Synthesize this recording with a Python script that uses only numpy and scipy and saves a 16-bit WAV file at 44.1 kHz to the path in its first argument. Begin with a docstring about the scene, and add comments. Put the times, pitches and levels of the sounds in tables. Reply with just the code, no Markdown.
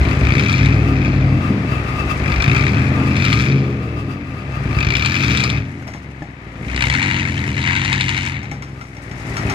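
"""A V8 pickup idles in a field and is revved five times, sinking back in between. From the start its fan
rushes, the exhaust booms in the tailpipe, and gas ticks hard under load, as from a leaking manifold (the
pipes on the engine). Dry grass crackles under the tyres. After the third rev, at 5.6 s, the truck rolls
forward over brush: a branch scrapes, twigs snap and the body knocks twice. Two more revs follow, and
as the engine falls back to idle the body knocks again and more twigs snap."""
import sys
import numpy as np
from scipy import signal
from scipy.fft import rfft, irfft, next_fast_len
from scipy.io import wavfile
from scipy.ndimage import uniform_filter1d

SR = 44100
rng = np.random.default_rng(int(sys.argv[2]) if len(sys.argv) > 2 else 0)


def wav_out(sig):
    """Save sig, one row per channel (or a flat mono array), as 16-bit PCM at SR to the path in sys.argv[1]."""
    wavfile.write(sys.argv[1], SR, np.round(np.clip(np.atleast_2d(sig).T, -1, 1) * 32767).astype(np.int16))


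N = 420713
TIME = np.arange(N) / SR
UNEVEN_DB = 1.1  # basic spread in strength from one firing to the next

# engine speed: t/s, firings per second
ENGINE_SPEED = [(0.0, 50.87), (0.24, 49.65), (0.33, 63.74), (0.42, 75.26), (0.52, 92.58), (0.61, 103.67),
                (0.72, 105.84), (0.81, 105.87), (1.03, 96.4), (1.18, 99.09), (1.31, 98.66), (1.55, 76.57),
                (1.98, 50.16), (2.4, 48.9), (2.5, 56.28), (2.6, 67.61), (2.79, 82.59), (3.13, 83.24),
                (3.3, 105.91), (3.4, 121.02), (3.51, 136.96), (3.71, 128.75), (3.9, 114.62), (4.15, 94.68),
                (4.58, 60.14), (4.75, 52.01), (4.84, 47.46), (4.92, 60.92), (4.99, 72.49), (5.1, 85.2),
                (5.2, 97.79), (5.27, 111.62), (5.35, 123.11), (5.43, 128.5), (5.54, 111.55), (5.7, 89.96),
                (6.05, 69.36), (6.64, 53.28), (6.72, 65.97), (6.82, 62.88), (6.89, 68.83), (6.97, 88.73),
                (7.07, 97.21), (7.15, 94.17), (7.28, 88.51), (7.4, 82.12), (7.52, 77.33), (7.8, 94.9),
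                (7.92, 99.87), (8.05, 96.81), (8.25, 91.96), (8.38, 81.49), (8.54, 69.3), (8.75, 65.86),
                (9.2, 57.6), (9.54, 51.3)]
# the eight cylinders in firing order: exhaust level/dB, delay along the pipe/ms, leak level/dB
CYLINDERS = [(8.5, 0.056, 14), (1.5, 2.36, 11), (4.5, 2.36, 15), (7, 0.4, 10), (-4, 1.76, 15),
             (6.5, 0.13, 17), (5, 0.82, 14.5), (0.5, 2.37, 11.5)]
# rise and fall of the highest sounds: t/s, level/dB
TREBLE_LEVEL = [(0.04, -65), (0.43, -58.5), (1.3, -81), (2.58, -58), (2.92, -67.5), (3.42, -54), (3.6, -81),
                (4.34, -79.5), (5.05, -60), (5.28, -54.5), (5.41, -57), (5.55, -71.5), (6.46, -83),
                (6.86, -50), (7.2, -59.5), (8.29, -54.5), (8.4, -83), (9.45, -60)]


def from_db(db):
    """Turn decibels into a gain."""
    return 10 ** (np.asarray(db) / 20)


def in_time(rows):
    """Read each column of a time table at every sample."""
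    times, *columns = np.transpose(rows)
    return [np.interp(TIME, times, column) for column in columns]


def at_hz(points):
    """Read a frequency table in fine, even steps."""
    hz, value = np.transpose(points)
    size = next_fast_len(N // 2 + SR // 4)
    return np.interp(np.log(np.linspace(0, SR / 2, size + 1) + 1), np.log(hz), value)


def filtered(x, gains):
    """Give each frequency its own gain."""
    return irfft(rfft(x, 2 * len(gains) - 2) * gains)[..., :N]


def coloured(x, colour):
    """Shape the tone with a table so that nothing sounds early (a minimum-phase filter)."""
    db = at_hz(colour)
    cepstrum = irfft(np.log(from_db(db)))
    cepstrum[1:len(db) - 1] *= 2
    cepstrum[len(db):] = 0
    return filtered(x, np.exp(rfft(cepstrum)))


def passed(x, hz, kind):
    """Let only the lows, the highs or a band through."""
    return signal.sosfilt(signal.butter(4, hz, kind, fs=SR, output="sos"), x)


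def resonance(x, hz, width_hz):
    """Ring at one pitch; the narrower the width, the longer the ring."""
    r = np.exp(-np.pi * width_hz / SR)
    feedback = [1, -2 * r * np.cos(2 * np.pi * hz / SR), r * r]
    return signal.lfilter(np.array([1, 0, -1]) * (1 - r * r) / 2, feedback, x)


def evened(x, low_hz, high_hz, size=5000):
    """Scale a stereo sound so that one band stays at level 1, averaged over `size` samples."""
    power = passed(x.mean(0), [low_hz, high_hz], "band") ** 2
    return x / np.sqrt(uniform_filter1d(uniform_filter1d(power, size), size // 2) + 1e-14)


def clicks(times, heights):
    """Place a one-sample click at each time."""
    return np.bincount(np.clip(np.asarray(times) * SR, 0, N - 1).astype(int), heights, N) + 1e-18


def dying(x, decay_s):
    """Give each click a fading tail."""
    return signal.lfilter([1], [1, -np.exp(-1 / (decay_s * SR))], x)


def wavering(per_s, spread_db):
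    """A gain that wanders at random."""
    times = np.arange(0, N / SR + 1, 1 / per_s)
    return from_db(spread_db * np.interp(TIME, times, rng.standard_normal(len(times))))


def panned(pair):
    """The left side is louder in the low treble and almost silent at the very top."""
    # balance of the sides: f/Hz, left minus right/dB
    balance = [(60, 1.5), (250, 2), (700, 2.5), (1250, 7), (2300, 15), (3300, 4.5), (5000, 7), (7200, -2.5),
               (8300, -27), (14000, -36)]
    tilt_db = at_hz(balance)
    common_db = -10 * np.log10((from_db(tilt_db) + from_db(-tilt_db)) / 2)
    return np.array([filtered(pair[0], from_db(common_db + tilt_db / 2)),
                     filtered(pair[1], from_db(common_db - tilt_db / 2))])


def from_truck(x, lag_ms):
    """Direct sound reaches the left side a little late."""
    return np.array([np.interp(TIME - lag_ms / 1000, TIME, x), x])


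def stereo_noise():
    """Noise whose two sides are most alike in the low notes."""
    # how alike the sides are: f/Hz, likeness (1 the same, -1 or less opposite)
    likeness = [(100, 0.67), (300, 0.54), (630, 0.81), (1000, 0.088), (1400, -0.35), (3000, -0.21),
                (6500, 0.36), (14000, -2)]
    alike = np.clip(at_hz(likeness), -.99, .999)
    mid, side = rng.standard_normal((2, N))
    return (filtered(mid, np.sqrt(1 + alike)) + filtered(side, np.sqrt(1 - alike)) * [[1], [-1]]) / 2**.5


def engine_load(rise_s=0.22, fall_s=0.35):
    """How hard the engine works, 0-1: it builds as the pedal is pressed and drains as the foot lifts."""
    # presses of the accelerator: pressed t/s, lifted t/s, depth 0-1
    presses = [(-0.16, 0.074, 0.26), (0.123, 0.57, 0.53), (0.867, 1.012, 0.34), (2.14, 2.623, 0.48),
               (3.02, 3.418, 0.62), (4.643, 5.401, 0.76), (6.604, 7.184, 0.72), (7.04, 7.6, 0.5),
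               (7.415, 8.217, 0.83), (9.09, 9.6, 0.01)]
    return np.max([depth * np.clip(np.minimum((TIME - down) / rise_s, 1 - (TIME - up) / fall_s), 0, 1)
                   for down, up, depth in presses], axis=0)


def engine_db(base_db, load_db, doubling_db):
    """A level that follows the load, each doubling of engine speed and a slow swell."""
    # slow swell: t/s, level/dB
    swell = [(0.0, -1), (1.36, -2.5), (1.83, -3.5), (3.02, -0.1), (3.62, -5.5), (4.28, -10.5), (4.69, -5.5),
             (5.56, -4.5), (5.65, -12), (6.37, -16), (6.82, -6), (8.49, -12), (8.88, -17), (9.54, 0)]
    doublings = np.log2(in_time(ENGINE_SPEED)[0] / 90)
    return base_db + load_db * engine_load() + doubling_db * doublings + in_time(swell)[0]


def rolled(start_s=5.6, length_s=0.17):
    """How far the truck has rolled, 0-1, until its front wheel is beside the listener."""
    return np.clip((TIME - start_s) / length_s, 0, 1)


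def firing_count(start=7.42):
    """A running count of firings as the engine turns."""
    return start + np.cumsum(in_time(ENGINE_SPEED)[0]) / SR


def firings():
    """The time of every firing and the table row of its cylinder."""
    count = firing_count()
    numbers = np.arange(np.ceil(count[0]), count[-1]).astype(int)
    return np.interp(numbers, count, TIME), np.array(CYLINDERS)[numbers % len(CYLINDERS)]


def grass(stalks_per_s=400, spread_db=4.5, hiss=0.05, crack_s=0.011):
    """Dry stalks crackle under the tyres: many faint cracks and a few loud ones."""
    # tone of dry grass: f/Hz, level/dB
    colour = [(2500, -9), (5000, 12.5), (8000, 6.5), (12000, -2), (15000, -26)]
    breaks = rng.random(N) < stalks_per_s / SR
    cracks = breaks * from_db(spread_db * np.minimum(rng.exponential(1, N), 4))
    rustle = (hiss + dying(cracks + 1e-18, crack_s)) * rng.standard_normal((2, N))
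    level_db = in_time(TREBLE_LEVEL)[0] + 8 - 12 * engine_load()
    return from_db(level_db) * evened(panned(coloured(rustle, colour)), 7450, 22000, size=14000)


def twigs(crack_s=0.0025, splinter_s=0.036):
    """A sharp crack rings the wood, then it splinters briefly."""
    # snapping twigs: t/s, relative level/dB
    snaps = [(5.824, -48), (5.877, -37), (5.937, -39), (6.224, -45), (8.43, -38.5), (8.514, -34.5),
             (8.622, -35.5), (8.811, -38), (8.968, -43), (9.113, -39), (9.197, -49), (9.257, -43),
             (9.368, -26), (9.498, -25)]
    # ringing notes of dry wood: f/Hz, width/Hz, level/dB
    wood = [(820, 66, 6), (1360, 90, 8), (2150, 140, 12), (5500, 330, 3)]
    # tone of a snap: f/Hz, level/dB
    colour = [(290, -37), (500, -21), (575, -4), (826, 14.5), (2040, 10), (2290, 9), (3380, 3.5), (6320, 2),
              (14000, -21)]
    times, snap_db = np.transpose(snaps)
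    breaks = clicks(times, from_db(snap_db + 3))
    burst = (dying(breaks, crack_s) + 0.8 * dying(breaks, splinter_s)) * rng.laplace(0, 1, N)
    ring = sum(from_db(db) * resonance(burst, hz, width) for hz, width, db in wood)
    colour_gain = np.sqrt(np.mean(from_db(at_hz(colour)) ** 2))
    return panned(from_truck(coloured(burst + ring, colour), lag_ms=0.292)) / colour_gain / 2


def branch_scrape(start_s=5.8, end_s=5.97, from_hz=450, to_hz=927, slips_per_s=260):
    """A branch slips along the underside and rings; its pitch rises as it bends."""
    along = np.clip((TIME - start_s) / (end_s - start_s), 0, 1)
    slips = (rng.random(N) < slips_per_s / SR) * rng.standard_normal(N)
    ring = dying(slips + 1e-18, decay_s=0.0022)
    phase = 2 * np.pi * np.cumsum(from_hz + (to_hz - from_hz) * along) / SR
    sound = ring / ring.std() * (np.sin(phase) + from_db(-3) * np.sin(3 * phase))
    return panned(from_truck(from_db(-34) * np.sin(np.pi * along) * sound, lag_ms=0.092))


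def body_knocks(level_db=-5):
    """Bumps set the truck's body ringing briefly."""
    # bumps: t/s, relative level/dB
    bumps = [(5.949, -30), (6.221, -21), (8.518, -24)]
    # ringing notes of the body: f/Hz, level/dB, time to fade by 60 dB/s
    notes = [(166, 3, 0.11), (300, 6.5, 0.052), (600, -6, 0.092), (697, -8, 0.17), (810, -9.5, 0.18),
             (1200, -17, 0.037), (1750, -3, 0.044)]
    times, bump_db = np.transpose(bumps)
    sound = 0
    for hz, note_db, fade_s in notes:
        decay, step = from_db(-60 / (fade_s * SR)), 2 * np.pi * hz / SR
        blows = clicks(times, from_db(bump_db + note_db + level_db + rng.standard_normal(len(times))))
        sound += signal.lfilter([0, np.sin(step)], [1, -2 * decay * np.cos(step), decay ** 2], blows)
    return panned(from_truck(sound, lag_ms=0.04))


def fan():
    """Air rushes through the radiator, and the belt drive adds a thin whine."""
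    # tone of the rushing air: f/Hz, level/dB
    colour = [(240, -5.5), (400, 2), (425, -29.5), (509, 2.5), (541, -7), (593, -0.5), (865, -4.5),
              (1050, -5), (1190, -3), (1490, -5), (2050, -1.5), (2570, -10), (3170, -15.5), (13800, -47.5),
              (14800, -71)]
    # notes of the belt drive: f/Hz, width/Hz, relative level/dB
    belt_notes = [(1215.5, 39, -8.5), (2628, 43, -13.5), (4720, 21, -26)]
    belt = stereo_noise() * wavering(per_s=18, spread_db=5.5) * from_db(-8 * rolled())
    whine = sum(from_db(db + 13) * resonance(belt, hz, width) for hz, width, db in belt_notes)
    rush = coloured(stereo_noise(), colour)
    level_db = engine_db(-34, load_db=-0.92, doubling_db=-3) - rolled()
    return from_db(level_db) * evened(panned(rush + whine), 406, 980, size=12000)


def spit_strengths(cylinders):
    """Each cylinder leaks its own amount, a little different every time."""
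    return from_db(cylinders[:, 2] + UNEVEN_DB * rng.standard_normal(len(cylinders)))


def leak_sizzle(times, cylinders, crack_s=0.0028):
    """Under load the sharp edge of each spit of gas reaches high into the treble."""
    # tone of the sizzle: f/Hz, level/dB
    colour = [(2500, -13), (4200, 10), (5500, 19), (8000, 13.5), (12000, -8), (15000, -18)]
    edges = dying(clicks(times, spit_strengths(cylinders)), crack_s) * rng.standard_normal((2, N))
    sound = evened(panned(coloured(edges, colour)), 7600, 22000, size=14000)
    return from_db(in_time(TREBLE_LEVEL)[0] + 5) * np.sqrt(engine_load()) * sound


def clacks(crack_s=0.0022, tail_s=0.015):
    """The hardest ticks under load: dry cracks, each ringing briefly at its own pitch."""
    # clacks: t/s, relative level/dB, ring f/Hz
    hits = [(0.086, -22, 2420), (0.268, -24, 2270), (0.393, -20, 2490), (0.527, -13, 2360),
            (0.659, -17.5, 2430), (2.4226, -13, 2380), (3.1657, -18, 2500), (3.25, -8.5, 2600),
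            (3.328, -7.5, 2630), (4.804, -20, 2260), (4.921, -21, 2390), (4.9678, -10, 2530),
            (5.049, -15, 2390), (5.0592, -7, 2410), (5.1516, -30, 2570), (5.3722, -6.5, 2350),
            (5.4035, -8, 2220), (5.4385, -6.5, 4900), (5.4998, -10.5, 2460), (6.762, -12, 2250),
            (6.822, -9.5, 2330), (6.899, -8.5, 2050), (6.9388, -12, 2150), (7.0265, -13, 2260),
            (7.196, -28, 2120), (7.7628, -22, 2100), (7.849, -11.5, 2190), (7.9284, -7, 2250),
            (8.008, -9, 3740), (8.0915, -10, 2340), (8.2077, -23, 2010), (8.242, -33, 2050)]
    # tone of a clack: f/Hz, level/dB
    colour = [(700, -2), (1400, 6.5), (2300, 0), (3000, 6.5), (4300, 9.5), (6000, -3.5), (9000, -7.5),
              (14000, -59)]
    sound = 0
    for start, db, hz in hits:
        age = np.maximum(TIME - start, 0)
        fade = np.exp(-age / crack_s) + 0.25 * np.exp(-age / tail_s) + 1e-12
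        burst = (TIME > start) * fade * rng.standard_normal(N)
        sound += from_db(db - 5.5) * (burst + from_db(10) * resonance(burst, hz, width_hz=220))
    return panned(from_truck(coloured(sound, colour), lag_ms=0.26))


def heat_shield(times, strengths, low_hz=1252, high_hz=5424, mean_lag_s=0.0022):
    """Just after each spit, the manifold and its metal shield ring with a random mix of notes."""
    sound = 0
    for hz in np.geomspace(low_hz, high_hz, 28):
        blows = strengths * from_db(22) * rng.laplace(0, 1, len(times))
        touches = times + rng.exponential(mean_lag_s, len(times))
        sound += resonance(clicks(touches, blows), hz, width_hz=0.02 * hz)
    return sound


def leak_tone(pair):
    """The leak's tone shifts lower once the truck has rolled forward."""
    # tone before rolling: f/Hz, level/dB
    colour_before = [(410, -34), (700, -30), (848, -13.5), (1110, -9), (1240, -2.5), (2000, -4.5),
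                     (2390, 7), (2930, -7), (3410, -6.5), (4580, -9.5), (6060, -13.5), (7340, -22.5),
                     (10600, -59), (11900, -28), (14800, -46.5)]
    # tone after rolling: f/Hz, level/dB
    colour_after = [(350, -57), (600, -54), (650, -10), (947, -0.5), (1210, -4.5), (2150, 10.5), (2960, 0),
                    (3300, -8.5), (3770, -4.5), (4800, -13), (5420, -21), (6280, -12.5), (8910, -30),
                    (10500, -73), (14800, -86)]
    after = coloured(pair, colour_after)
    after += 0.86 * resonance(after, hz=927, width_hz=67)
    return (1 - rolled()) * coloured(pair, colour_before) + rolled() * after


def manifold_leak(times, cylinders, crack_s=0.0024, tail_s=0.012, tail_gain=0.3, echo_gain=0.26):
    """Gas spits from the manifold at each firing; without load the ticks sink into a hiss."""
    force = np.clip(0.45 + 1.15 * engine_load(), 0, 1)
    strengths = spit_strengths(cylinders)
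    spits = clicks(times, strengths)
    hiss = force * tail_gain * dying(spits, tail_s) + (1.1 - force)
    jet = (force * dying(spits, crack_s) + hiss) * rng.standard_normal(N)
    # each cylinder's crack bounces round the engine bay the same way every time
    age, count = np.arange(SR // 20) / SR, len(CYLINDERS)
    fade = np.exp(-age / crack_s) + tail_gain * np.exp(-age / tail_s)
    for k in range(count):
        echoes = fade * rng.standard_normal(len(age))
        own_spits = clicks(times[k::count], strengths[k::count])
        jet += echo_gain * force * signal.fftconvolve(own_spits, echoes)[:N]
    jet += force * heat_shield(times, strengths)
    pair = panned(leak_tone(from_truck(jet, lag_ms=0.25) + hiss * stereo_noise()))
    # the lower rasp and the higher tick each have their own level
    rasp = filtered(pair, from_db(at_hz([(2600, 2.0), (3400, -82)])))
    rasp_db = engine_db(-32, load_db=22.08, doubling_db=-0.11)
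    tick_db = engine_db(-40, load_db=27.6, doubling_db=0.45)
    sound = from_db(rasp_db) * evened(rasp, 2284, 2374)
    sound += from_db(tick_db) * evened(pair - rasp, 4110, 9600)
    return from_db(-14 + 4 * force) * sound


def growl():
    """Clean tones in step with the cylinders; their balance shifts when the foot lifts."""
    # tones: multiple of the engine cycle, pulling level/dB, coasting level/dB
    tones = [(3.0, -8, 3), (4.0, -6, 0), (5.0, 5.5, 10), (6.0, -10, 1), (7.0, 2.5, -8), (8.0, 12.5, 10),
             (9.0, 2.5, -6), (10.0, 7, 1.5), (11.0, 8.0, 4.5), (12.0, 2.5, -7), (13.0, 2.5, 3),
             (14.0, 7, -8), (15.0, -3, -1), (16.0, 3, -3), (17.0, -21, 1.5), (18.0, -3, -2),
             (19.0, 1.5, -19), (20.0, 0.5, -5), (21.0, 2.5, 3.5), (22.0, -9, 1), (23.0, -8.5, -6),
             (24.0, -1.5, -1.5), (25.0, -0.5, 3.5), (26.0, -1, 3.5), (27.0, -16, -1), (28.0, 1.5, -9),
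             (29.0, -9, -18), (30.0, -5.5, -3), (31.0, -12, -6.5), (32.0, -4.5, -3.0)]
    count = len(CYLINDERS)
    angle = 2 * np.pi * firing_count() / count
    pull = np.clip(2.8 * engine_load(), 0, 1)
    phases = np.angle(np.fft.fft(from_db(np.array(CYLINDERS)[:, 0])))
    sound = 0
    for multiple, pulling_db, coasting_db in tones:
        k = round(multiple)
        gain = pull * from_db(pulling_db) + (1 - pull) * from_db(coasting_db)
        sound += gain * np.cos(k * angle + phases[k % count])
    return from_db(6) * sound * 2 * in_time(ENGINE_SPEED)[0] / (count * SR)


def gas_flow(times, cylinders, puff_s=0.01):
    """Each firing sends a pulse and a noisy puff; the two unequal rows of cylinders make it burble."""
    # the fuel burns unevenly at idle and evenly at speed
    lumpy = (88 / np.interp(times, *np.transpose(ENGINE_SPEED))) ** 1.9
    chance = rng.standard_normal((len(times), 2)) * lumpy[:, None]
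    delay_ms = cylinders[:, 1] + 0.12 * chance[:, 0]
    pulses = clicks(times + delay_ms / 1000, from_db(cylinders[:, 0] + UNEVEN_DB * chance[:, 1]))
    puffs = 0.004 * np.interp(TIME, times, lumpy) * dying(pulses, puff_s) * rng.standard_normal(N)
    steady = np.interp(in_time(ENGINE_SPEED)[0], [50, 86], [0, .9])
    return steady * growl() + (1 - steady) * pulses + puffs


def tailpipe(flow, rise_per_doubling=0.032, idle_firings_per_s=60.6):
    """The pipe rings at its own notes, which rise a little as a faster engine makes the gas hotter."""
    # notes of the pipe at idle: f/Hz, width/Hz, level/dB
    notes = [(68.7, 6.4, 2), (85.7, 2.7, -13), (106.8, 10.8, -4.5), (133.3, 8.2, 1.5), (181, 14, -9),
             (192.6, 12.2, 0), (227.4, 11.6, -1.5), (265.95, 7.2, 8.5), (286.2, 9.6, 0), (328.5, 9, -0.5),
             (393.6, 9.3, 1), (447.5, 12, -10.5), (508, 9, -9.5), (588, 8.3, -2.5), (650, 8, -13),
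             (720, 18, -11)]
    doublings = np.maximum(np.log2(in_time(ENGINE_SPEED)[0] / idle_firings_per_s), 0)
    clock = np.cumsum(1 + rise_per_doubling * doublings)  # a faster clock lifts every note
    steps = np.arange(int(clock[-1]) + 1)
    inlet = np.interp(steps, clock, passed(flow, 3000, "low"))
    ringing = sum(from_db(db) * resonance(inlet, hz, width) for hz, width, db in notes)
    return np.interp(clock, steps, ringing)


def exhaust(times, cylinders):
    """Pulses of gas thump, boom and bark through the tailpipe, over a low rumble."""
    # tone of the muffled gas: f/Hz, level/dB
    colour = [(20, -31), (42, -30), (62, 16.5), (130, 19), (280, 25), (450, -53), (700, -74), (1200, -25),
              (3000, -41)]
    # three bands, low to high: t/s, thump level/dB, boom level/dB, bark level/dB
    levels = [(0.0, -5, -23, -25.5), (0.08, -24, -20, -23.5), (0.29, -13, -15.5, -26.5),
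              (0.34, -27, -15, -21.5), (0.5, -32, -18, -21), (0.64, -18.5, -13, -22.5),
              (1.09, -23, -18.5, -20), (1.22, -21, -14, -24), (1.38, -29, -14.5, -21),
              (1.43, -31, -21, -22), (1.51, -32, -20, -17.5), (1.8, -27.5, -22, -31.5),
              (1.97, -23.5, -25.5, -30), (2.28, -25.5, -21.5, -26.5), (2.42, -15, -24, -33),
              (2.47, -24, -14.5, -24.5), (3.05, -33, -18.5, -19.5), (3.45, -24, -16.5, -24),
              (3.53, -42, -14.5, -20), (3.93, -28.5, -26.5, -31), (4.12, -39, -25, -28),
              (4.2, -36, -32, -30.5), (4.54, -33, -25.5, -36), (4.7, -22, -20, -27.5),
              (4.89, -21, -19.5, -30.5), (5.15, -39, -22.5, -26.5), (5.29, -25.5, -20, -23),
              (5.58, -26.5, -21, -29.5), (5.77, -58, -31.5, -33), (5.9, -37, -34.5, -38),
              (6.4, -42.5, -39, -43), (6.77, -24.5, -28.5, -29), (6.91, -26.5, -19, -37),
              (6.96, -24, -25.5, -23.5), (7.04, -35, -23.5, -26.5), (8.07, -34, -23, -30.5),
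              (8.95, -42.5, -37.5, -43), (9.54, -28, -22, -27)]
    thump_db, boom_db, bark_db = in_time(levels)
    flow = gas_flow(times, cylinders)
    pipe = tailpipe(flow)
    low_notes = passed(passed(pipe, 52.3, "high"), 400, "low")
    muffled = passed(coloured(flow, colour), 1660, "low")
    pair = panned(from_truck(low_notes + from_db(-24) * muffled, lag_ms=0.05))
    thump = filtered(pair, from_db(at_hz([(78, 0), (100, -60)])))
    boom = filtered(pair - thump, from_db(at_hz([(150, 0), (190, -30)])))
    bark = filtered(pair, from_db(at_hz([(135, -30), (175, 0)])))
    # the pipe's upper notes blare at speed, less once the tailpipe has rolled away
    blare = panned(from_truck(passed(pipe, [450, 780], "band"), lag_ms=0.07))
    blare_db = engine_db(-34.5, load_db=-12, doubling_db=11) - 8 * rolled()
    rumble = coloured(stereo_noise(), colour) + from_db(4) * passed(stereo_noise(), [18, 45], "band")
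    return (from_db(thump_db) * evened(thump, 40, 85, size=12000)
            + from_db(boom_db) * evened(boom, 85, 175, size=10000)
            + from_db(bark_db) * evened(bark, 175, 400, size=10000)
            + from_db(blare_db) * evened(blare, 375, 620, size=16000)
            + from_db(boom_db - 29) * evened(panned(rumble), 40, 550, size=40000))


def scene():
    """The engine and the ground under it."""
    times, cylinders = firings()
    engine = exhaust(times, cylinders) + manifold_leak(times, cylinders) + leak_sizzle(times, cylinders)
    return engine + clacks() + fan() + grass() + twigs() + branch_scrape() + body_knocks()


def record(dry, ceiling=0.97, cutoff_hz=14700):
    """Round off the tallest peaks and cut the very highest treble."""
    rounded = dry / (1 + (dry / ceiling) ** 8) ** (1 / 8)
    return signal.sosfilt(signal.ellip(10, .1, 80, cutoff_hz, fs=SR, output="sos"), rounded)


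dry = scene()
out = record(dry)
wav_out(out)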